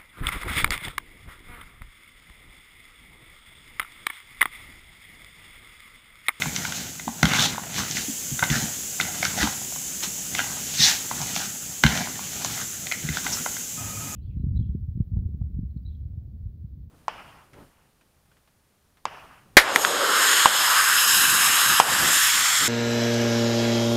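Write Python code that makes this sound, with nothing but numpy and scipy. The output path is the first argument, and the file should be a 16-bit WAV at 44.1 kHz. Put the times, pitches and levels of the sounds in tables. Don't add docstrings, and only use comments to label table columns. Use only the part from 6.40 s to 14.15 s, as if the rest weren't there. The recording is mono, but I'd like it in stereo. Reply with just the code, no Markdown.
import sys
import numpy as np
from scipy import signal
from scipy.fft import rfft, irfft, next_fast_len
from scipy.io import wavfile
from scipy.ndimage import map_coordinates

SR = 44100
rng = np.random.default_rng(int(sys.argv[2]) if len(sys.argv) > 2 else 0)


def bounce(signal):
    frames = np.transpose(np.atleast_2d(signal))
    limited = np.clip(frames, -1, 1)
    pcm = np.round(limited * 32767).astype(np.int16)
    wavfile.write(sys.argv[1], SR, pcm)


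N = 341775

# centre in Hz, width in Hz, relative level in dB.
PLATE_MODES = [(732, 205, -1.5), (968, 294, -3), (1499, 243, 0), (2077, 129, 3), (2437, 710, -3.5),
               (3550, 1140, -4.5)]
# frequency in Hz, gain in dB.
CRISP_COLOUR = [(900, -23), (1800, -5.5), (2800, 0), (3800, 3), (5000, 2), (6100, 6.5), (7400, 1.5),
                (9000, -10), (15000, -16)]


def amp(db):
    return 10 ** (np.asarray(db) / 20)


def unit(x):
    return x / np.sqrt(np.mean(x ** 2) + 1e-20)


def along(points, hz):
    f, v = np.transpose(points)
    return np.interp(np.log(hz + 1), np.log(f), v)


def curves(rows):
    s, *cols = np.transpose(rows)
    return [np.interp(np.arange(N) / SR, s, c) for c in cols]


def wobble(rate):
    knots = rng.standard_normal(int(N * rate / SR) + 4)
    return map_coordinates(knots, [np.arange(N) * rate / SR])


def filtered(x, response):
    m = next_fast_len(N + SR // 2)
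    return irfft(rfft(x, m) * response(np.fft.rfftfreq(m, 1 / SR)), m)[..., :N]


def coloured(x, spectrum):
    return filtered(x, lambda hz: amp(along(spectrum, hz)))


def high_pass(x, corner_hz):
    return signal.sosfilt(signal.butter(N=3, Wn=corner_hz, btype="high", fs=SR, output="sos"), x)


def add(track, s, sound):
    part = track[..., max(round(s * SR), 0):][..., :sound.shape[-1]]
    part += sound[..., :part.shape[-1]]


def favour(hz, pitch_hz, spread_octaves):
    return 1 / (1 + (np.log2((hz + 1) / pitch_hz) / spread_octaves) ** 2)


def swell(s, half_s):
    t = np.arange(N) / SR
    return np.exp(-((t - s) / half_s) ** 2 / 2)


def resonance(hz, centre_hz, width_hz):
    return 1j * hz * width_hz / (centre_hz ** 2 - hz ** 2 + 1j * hz * width_hz)


def plate(hz):
    return sum((-1) ** k * amp(db) * resonance(hz, c, w) for k, (c, w, db) in enumerate(PLATE_MODES))


def grains(rate, spread_db, scatter_s):
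    count = int(rate * N / SR)
    when = rng.uniform(0, N, count)
    size = amp(spread_db * np.minimum(rng.exponential(size=count), 5)) * rng.choice([-1, 1], count)
    lag = rng.normal(0, scatter_s * SR, count)
    return unit(np.array([np.bincount(at.astype(int) % N, size, N) for at in (when + lag, when)]))


def hand(range_db=25.5, rest_squeeze_db=-49.5, rest_press_db=-49):
    # time of full force in seconds, rise, hold and
    # release in seconds, squeeze on the pieces in dB, press on the plate in dB.
    strokes = [(-0.004, 0.063, 0.033, 0.23, -34, -32), (0.152, 0.12, 0.13, 0.15, -31, -36.5),
               (0.359, 0.092, 0.0086, 0.31, -29, -34.5), (0.85, 0.013, 0.07, 0.52, -30.5, -26),
               (0.994, 0.22, 0.049, 0.13, -20, -27), (1.385, 0.097, 0.0096, 0.12, -23.5, -25.5),
               (1.574, 0.29, 0.013, 0.17, -25.5, -33), (2.028, .012, 0.0072, 0.11, -37, -24),
               (2.105, .012, 0.079, 0.27, -26.5, -30.5), (2.6, 0.022, 0.0095, 0.23, -30.5, -31.5),
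               (2.857, 0.19, .01, 0.13, -28, -30.5), (3.024, 0.17, 0.0034, 0.17, -23, -26),
               (3.63, 0.016, 0.0098, 0.077, -25.5, -35), (3.983, 0.17, .015, 0.58, -32, -34.5),
               (4.445, 0.23, 0.057, 0.15, -17, -36), (4.83, 1, 0.013, 0.33, -37.5, -40),
               (4.955, 0.36, 0.08, 0.14, -29.5, -36.5), (5.438, 0.014, 0.15, 0.26, -28, -27.5),
               (6.041, 0.77, 0.18, 0.084, -33, -38), (6.854, 0.79, 0.074, 0.25, -32, -37)]
    t = np.arange(0, N, 32) / SR
    s, rise_s, hold_s, release_s, squeeze_db, press_db = np.transpose(strokes)[:, :, None]
    slack = np.maximum(s - t, 0) / rise_s + np.maximum(t - s - hold_s, 0) / release_s

    def total(db, rest_db):
        power = amp(rest_db) ** 2 + np.sum(amp(db - range_db * slack) ** 2, axis=0)
        return 10 * np.log10(power)

    return curves(np.transpose([t, total(squeeze_db, rest_squeeze_db), total(press_db, rest_press_db)]))


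def rubbing(rate=650, spread_db=2.5, shift_db=3.5, drift_s=0.001599):
    slips = grains(rate, spread_db, scatter_s=.0001)
    ringing = 0
    for k, (c, w, db) in enumerate(PLATE_MODES):
        level = (-1) ** k * amp(db + shift_db * wobble(20))
        ringing = ringing + level * filtered(slips, lambda hz: resonance(hz, c, w))
    n = np.arange(N)
    bent = n + drift_s * SR * wobble(20)
    return unit(np.array([np.interp(bent, n, port) for port in ringing]))


def mixing(squeeze, press, crunch_db=0, crackle_db=-5, rub_db=-2, clump_db=1.5, lurch_db=1.2,
           shake_follow=0.67, shake_db=-14.5):
    # frequency in Hz, gain in dB.
    rumble_colour = [(25, -30), (60, -9.5), (100, -5.5), (160, -0.5), (240, -4), (340, -13.5), (520, -17.5),
                     (1200, -31)]
    clumps = clump_db * wobble(70)
    crunch = unit(coloured(grains(rate=8000, spread_db=2.6, scatter_s=.0001), CRISP_COLOUR))
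    crackle = unit(coloured(grains(rate=220, spread_db=0.5, scatter_s=.0001), CRISP_COLOUR))
    rumble = unit(coloured(grains(rate=900, spread_db=2.5, scatter_s=0.00025), rumble_colour))
    pieces = crunch * amp(squeeze + crunch_db + clumps) + crackle * amp(squeeze + crackle_db)
    rub = rubbing() * amp(press + rub_db + clumps)
    shake = rumble * amp(shake_follow * press + shake_db + lurch_db * wobble(30))
    return pieces + rub + shake


def crumbs(press, rate=14, level_db=-35, follow=0.77, soft_hz=1050):
    drops = np.zeros(N)
    count = int(rate * N / SR)
    when = rng.integers(0, N, count)
    drops[when] = rng.uniform(-1, 1, count)
    ticks = unit(filtered(drops, lambda hz: plate(hz) * favour(hz, soft_hz, 1)))
    return ticks * amp(follow * press + level_db)


def sweeps(spread_octaves=0.26):
    # middle in seconds, half length in seconds,
    # level in dB, centre in Hz.
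    finger_sweeps = [(1.018, 0.043, -21.5, 3630), (4.433, 0.026, -11.5, 3900), (4.448, 0.033, -13.5, 5730),
                     (6.935, 0.0094, -19.5, 5640)]
    out = np.zeros((2, N))
    slips = grains(rate=5000, spread_db=1.5, scatter_s=.0001)
    for s, half_s, db, hz in finger_sweeps:
        swish = unit(filtered(slips, lambda f: favour(f, hz, spread_octaves) ** 1.33))
        out += swish * amp(db) * swell(s, half_s)
    return out


def scrapes(judder_db=1.0, spread_octaves=0.5):
    # middle in seconds, half length in seconds,
    # level in dB before the judder, pitch that rings most in Hz.
    drags = [(0.932, 0.023, -21, 2400), (2.146, 0.031, -28, 1820), (2.764, 0.031, -43, 616),
             (3.01, 0.023, -30.5, 1900), (3.996, 0.027, -28, 2880), (4.457, 0.04, -23, 2100),
             (4.487, 0.049, -36.5, 835), (4.819, 0.014, -34, 845), (5.52, 0.034, -33, 1900),
             (6.54, 0.011, -36, 2200), (6.744, 0.038, -36, 1900)]
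    out = np.zeros((2, N))
    ringing = rubbing()
    for s, half_s, db, hz in drags:
        scrape = unit(filtered(ringing, lambda f: favour(f, hz, spread_octaves) ** 2))
        out += scrape * amp(db) * swell(s, half_s)
    return out * amp(judder_db * wobble(110))


def cracks(level_db=4.0, t60=0.0018, crumble_db=-15, crumble_t60=0.014):
    # start in seconds, relative level in dB, centre in Hz.
    stalks = [(0.1628, -2.5, 6130), (0.8293, -4, 4670), (1.512, -3.5, 5700), (2.8518, 0.5, 5260),
              (4.8165, -6, 5600), (4.9555, -6, 5400), (4.9952, -6, 4800), (5.4375, 2, 5400),
              (6.0473, -4, 6300), (6.7718, -9, 4830)]
    pulses, fibres = np.zeros(N), np.zeros((2, N))
    t = np.arange(SR // 20) / SR
    for s, db, centre_hz in stalks:
        add(pulses, s, amp(db + level_db - 60 * t / t60) * np.sin(2 * np.pi * centre_hz * t))
        add(fibres, s, amp(db + crumble_db - 60 * t / crumble_t60) * rng.standard_normal((2, len(t))))
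    return coloured(pulses + fibres, CRISP_COLOUR) / 2


def taps(spread_octaves=0.2, snap_t60=0.015, snap_db=6, ring_db=-2, ring_t60=0.016, attack_s=0.0011,
         contact_s=0.0027, focus=0.59, knock_db=-5, knock_hz=680, knock_t60=0.0042):
    # start in seconds, relative level in dB, pitch that rings most in Hz,
    # crisp snap in dB relative to the contact.
    contacts = [(0.02, -4.5, 2350, -15), (0.057, -16, 1080, -22), (0.1628, -16.5, 1990, -7),
                (0.251, -12, 1560, -18), (0.322, -18, 1480, -5.5), (0.596, -18, 2010, -16),
                (0.678, -12, 850, -24), (0.83, 1.5, 1490, -13.5), (0.8541, -7.5, 1560, -5.5),
                (0.935, -8, 1560, -6.5), (0.986, -8.5, 1476, -23), (0.994, -8.5, 3100, -9),
                (1.057, -12.5, 905, -2), (1.146, -21, 905, -22), (1.18, -14, 1060, -19),
                (1.569, -11, 2790, -11), (1.992, -14, 1540, -8.5), (2.0255, -3.5, 1480, -28),
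                (2.029, -3, 1180, -31), (2.037, -10.5, 1800, -5.5), (2.1, -11.5, 2090, -6),
                (2.6, -1, 1840, -30), (2.611, -15, 3940, -0.5), (2.8268, -17.5, 740, -2),
                (2.8285, -5.5, 2030, -28), (2.853, -9, 1590, -13), (3.029, -10, 1610, -5.5),
                (3.073, -10.5, 1190, -22), (3.215, -27, 654, -20), (3.322, -28, 855, -20),
                (3.36, -25.5, 1000, -22), (3.949, -12, 2390, -8), (3.991, -6, 1570, -17),
                (4.001, -10, 1500, -15), (4.712, -12, 1090, -26), (4.962, -21.5, 704, 5),
                (5.437, 4, 1430, -13), (5.464, -7, 1460, -6), (5.574, -15, 1500, -3),
                (5.672, -18, 1150, -25), (5.792, -21.5, 1010, -25), (6.047, -17, 910, -9),
                (6.468, -20, 2890, -6), (6.514, -12, 2130, -16), (6.521, -6.5, 2200, -13),
                (6.688, -14.5, 2060, -15), (6.77, -12, 1450, -16.5), (6.865, -8.5, 1720, -20),
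                (7.061, -10, 1230, -30), (7.167, -18.5, 1480, -13.5)]
    # frequency in Hz, gain in dB.
    snap_colour = [(500, -7.5), (2000, 4.5), (3700, 15.5), (4800, 3), (6500, 7.5), (8000, -5), (15000, -16)]
    rings, snaps = np.zeros((2, N)), np.zeros((2, N))
    t = np.arange(SR // 10) / SR
    hz, width, mode_db = np.transpose(PLATE_MODES)[:, :, None]
    fade = amp(-60 * np.maximum(t - contact_s, 0) / ring_t60 * width / width.min())
    for s, db, pitch_hz, crisp_db in contacts:
        onset = 1 - np.exp(-t * (1 + 2 * amp(db)) / attack_s)
        spread = spread_octaves * (1 + amp(db) / 2)
        weight = amp(mode_db + rng.normal(0, 2.2, hz.shape)) * favour(hz, pitch_hz, spread) ** focus
        tuned = hz * (1 + rng.normal(0, .02, hz.shape))
        phase = rng.uniform(0, 2 * np.pi, hz.shape)
        phase = phase + rng.normal(0, 1, (2, *hz.shape)) * hz / 2500
        ring = onset * np.sum(weight * np.sin(2 * np.pi * tuned * t + phase) * fade, axis=1)
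        add(rings, s, amp(db + ring_db) * ring / np.abs(ring).max())
        knock = amp(db + knock_db - 60 * t / knock_t60) * np.sin(2 * np.pi * knock_hz * t)
        add(rings, s, onset * favour(knock_hz, pitch_hz, 1) * knock)
        snap = amp(db + crisp_db + snap_db - 60 * t / snap_t60) * rng.standard_normal((2, len(t)))
        add(snaps, s, onset * snap)
    return rings + coloured(snaps, snap_colour)


def thuds(level_db=-3, attack_s=0.0041, lag_s=0.003, spread_octaves=0.46, spread_grows=1.15, focus=1.03):
    # time of the push in seconds, relative level in dB,
    # pitch that booms most in Hz.
    pushes = [(0.059, -19, 153), (0.669, -21, 232), (0.826, -7, 160), (0.855, -17.5, 209),
              (0.986, -19, 166), (1.68, -22, 293), (1.913, -20, 153), (2.099, -8.5, 154), (2.153, -19, 179),
              (2.223, -18.5, 190), (3.01, -20.5, 81), (3.027, -12.5, 292), (4.391, -17.5, 158),
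              (4.801, -25.5, 149), (5.438, -2.5, 149), (5.515, -21.5, 213), (6.636, -18.5, 149),
              (6.688, -16.5, 126)]
    # frequency in Hz, relative level in dB, t60 in seconds.
    table_modes = [(68.4, 3, 0.16), (150.9, 0.5, 0.11), (224, 0, 0.12), (286, -0.5, 0.083)]
    out = np.zeros(N)
    t = np.arange(SR // 3) / SR
    hz, mode_db, t60 = np.transpose(table_modes)[:, :, None]
    for s, db, pitch_hz in pushes:
        tuned = hz * rng.normal(1, .04, hz.shape)
        spread = spread_octaves * (1 + spread_grows * amp(db))
        weight = favour(hz, pitch_hz, spread) ** focus
        modes = weight * amp(mode_db - 60 * t / t60) * np.sin(2 * np.pi * tuned * t)
        ring = modes.sum(0) * (1 - np.exp(-t / attack_s))
        add(out, s + lag_s, amp(db + level_db) * ring / np.abs(ring).max())
    return out


def kitchen(x):
    # frequency in Hz, t60 in seconds.
    decay = [(1500, 0.52), (10000, 0.043)]
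    hz, t, z = signal.stft(rng.standard_normal((2, SR // 3)), SR, nperseg=256)
    tail = signal.istft(z * amp(-60 * t / along(decay, hz)[:, None]), SR, nperseg=256)[1]
    tail = np.pad(tail / np.linalg.norm(tail[0]), ((0, 0), (SR // 400, 0)))
    return signal.fftconvolve(x, tail, axes=1)[:, :N]


def surroundings(x, room_db=-13):
    # delay in seconds, gain as a factor.
    near_echoes = [(.0017, 0.12), (0.0098, 0.15), (0.0136, 0.16)]
    bright = high_pass(x, corner_hz=458)
    echoes = filtered(bright, lambda hz: sum(gain * np.exp(-2j * np.pi * hz * delay)
                                             for delay, gain in near_echoes))
    return echoes + amp(room_db) * kitchen(bright)


def motor(cut_s=7.37, rush_db=-38.5, hum_db=-42, whine_db=-45, hum_hz=107.7):
    # frequency in Hz, gain in dB.
    rush_colour = [(30, -22), (103, -4), (291, -15.5), (367, -29), (667, -23), (1240, -28.5), (3000, -33),
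                   (5500, -110)]
    # centre in Hz, width in Hz, relative level in dB.
    whine_bands = [(1260, 66, 6), (2460, 140, -3), (5000, 55, -4)]
    t = np.arange(N) / SR
    rush = unit(coloured(rng.standard_normal(N), rush_colour))
    hum = unit(np.sin(2 * np.pi * hum_hz * t + .5 * wobble(11)))

    def bands(f):
        return sum(amp(db) / (1 + ((f - hz) / width * 2) ** 4) for hz, width, db in whine_bands)

    whine = unit(filtered(rng.standard_normal(N), bands))
    after_cut = np.clip((t - cut_s) / 0.013, 0, 1)
    return after_cut * (amp(rush_db) * rush + amp(hum_db) * hum + amp(whine_db) * whine)


def hiss(level_db=7, ripple_db=-5):
    # time in seconds, level in dB before level_db is added.
    drift = [(0, -38.5), (.6, -43), (1.28, -42.5), (1.7, -35), (4.85, -36), (5.6, -39.5), (6.25, -36.5),
             (6.65, -40), (6.99, -34), (7.45, -38.5)]
    # frequency in Hz, gain in dB.
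    left_colour = [(300, -5.5), (1000, -14.5), (3000, -11.5), (5500, -17), (6600, -5.5), (8500, -14.5),
                   (11500, -0.5), (13000, -4.5)]
    right_colour = [(300, -4.5), (1000, -18), (3150, -3), (4000, -7), (5500, 0), (6400, 10.5), (7500, 10),
                    (8700, -1.5), (11000, -1.5), (13000, -6.5), (15000, -3.5)]
    ports = np.array([coloured(rng.standard_normal(N), colour) for colour in (left_colour, right_colour)])
    rippled = unit(ports + amp(ripple_db) * kitchen(ports))
    return rippled * amp(curves(drift)[0] + level_db)


def scene():
    # frequency in Hz, gain in dB.
    shade = [(1400, 0.5), (2200, -5), (3200, -8), (4500, -15.5), (7000, -19), (9000, -11), (12000, 1.5)]
    squeeze, press = hand()
    near = mixing(squeeze, press) + crumbs(press) + sweeps() + scrapes() + cracks() + taps() + thuds()
    left, right = near + surroundings(near)
    return np.array([coloured(left, shade), right]) + hiss() + motor()


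def record(dry):
    clipped = np.clip(high_pass(dry, corner_hz=43.7), -1, 1)
    return filtered(clipped, lambda hz: hz < 15600)


dry = scene()
out = record(dry)
bounce(out)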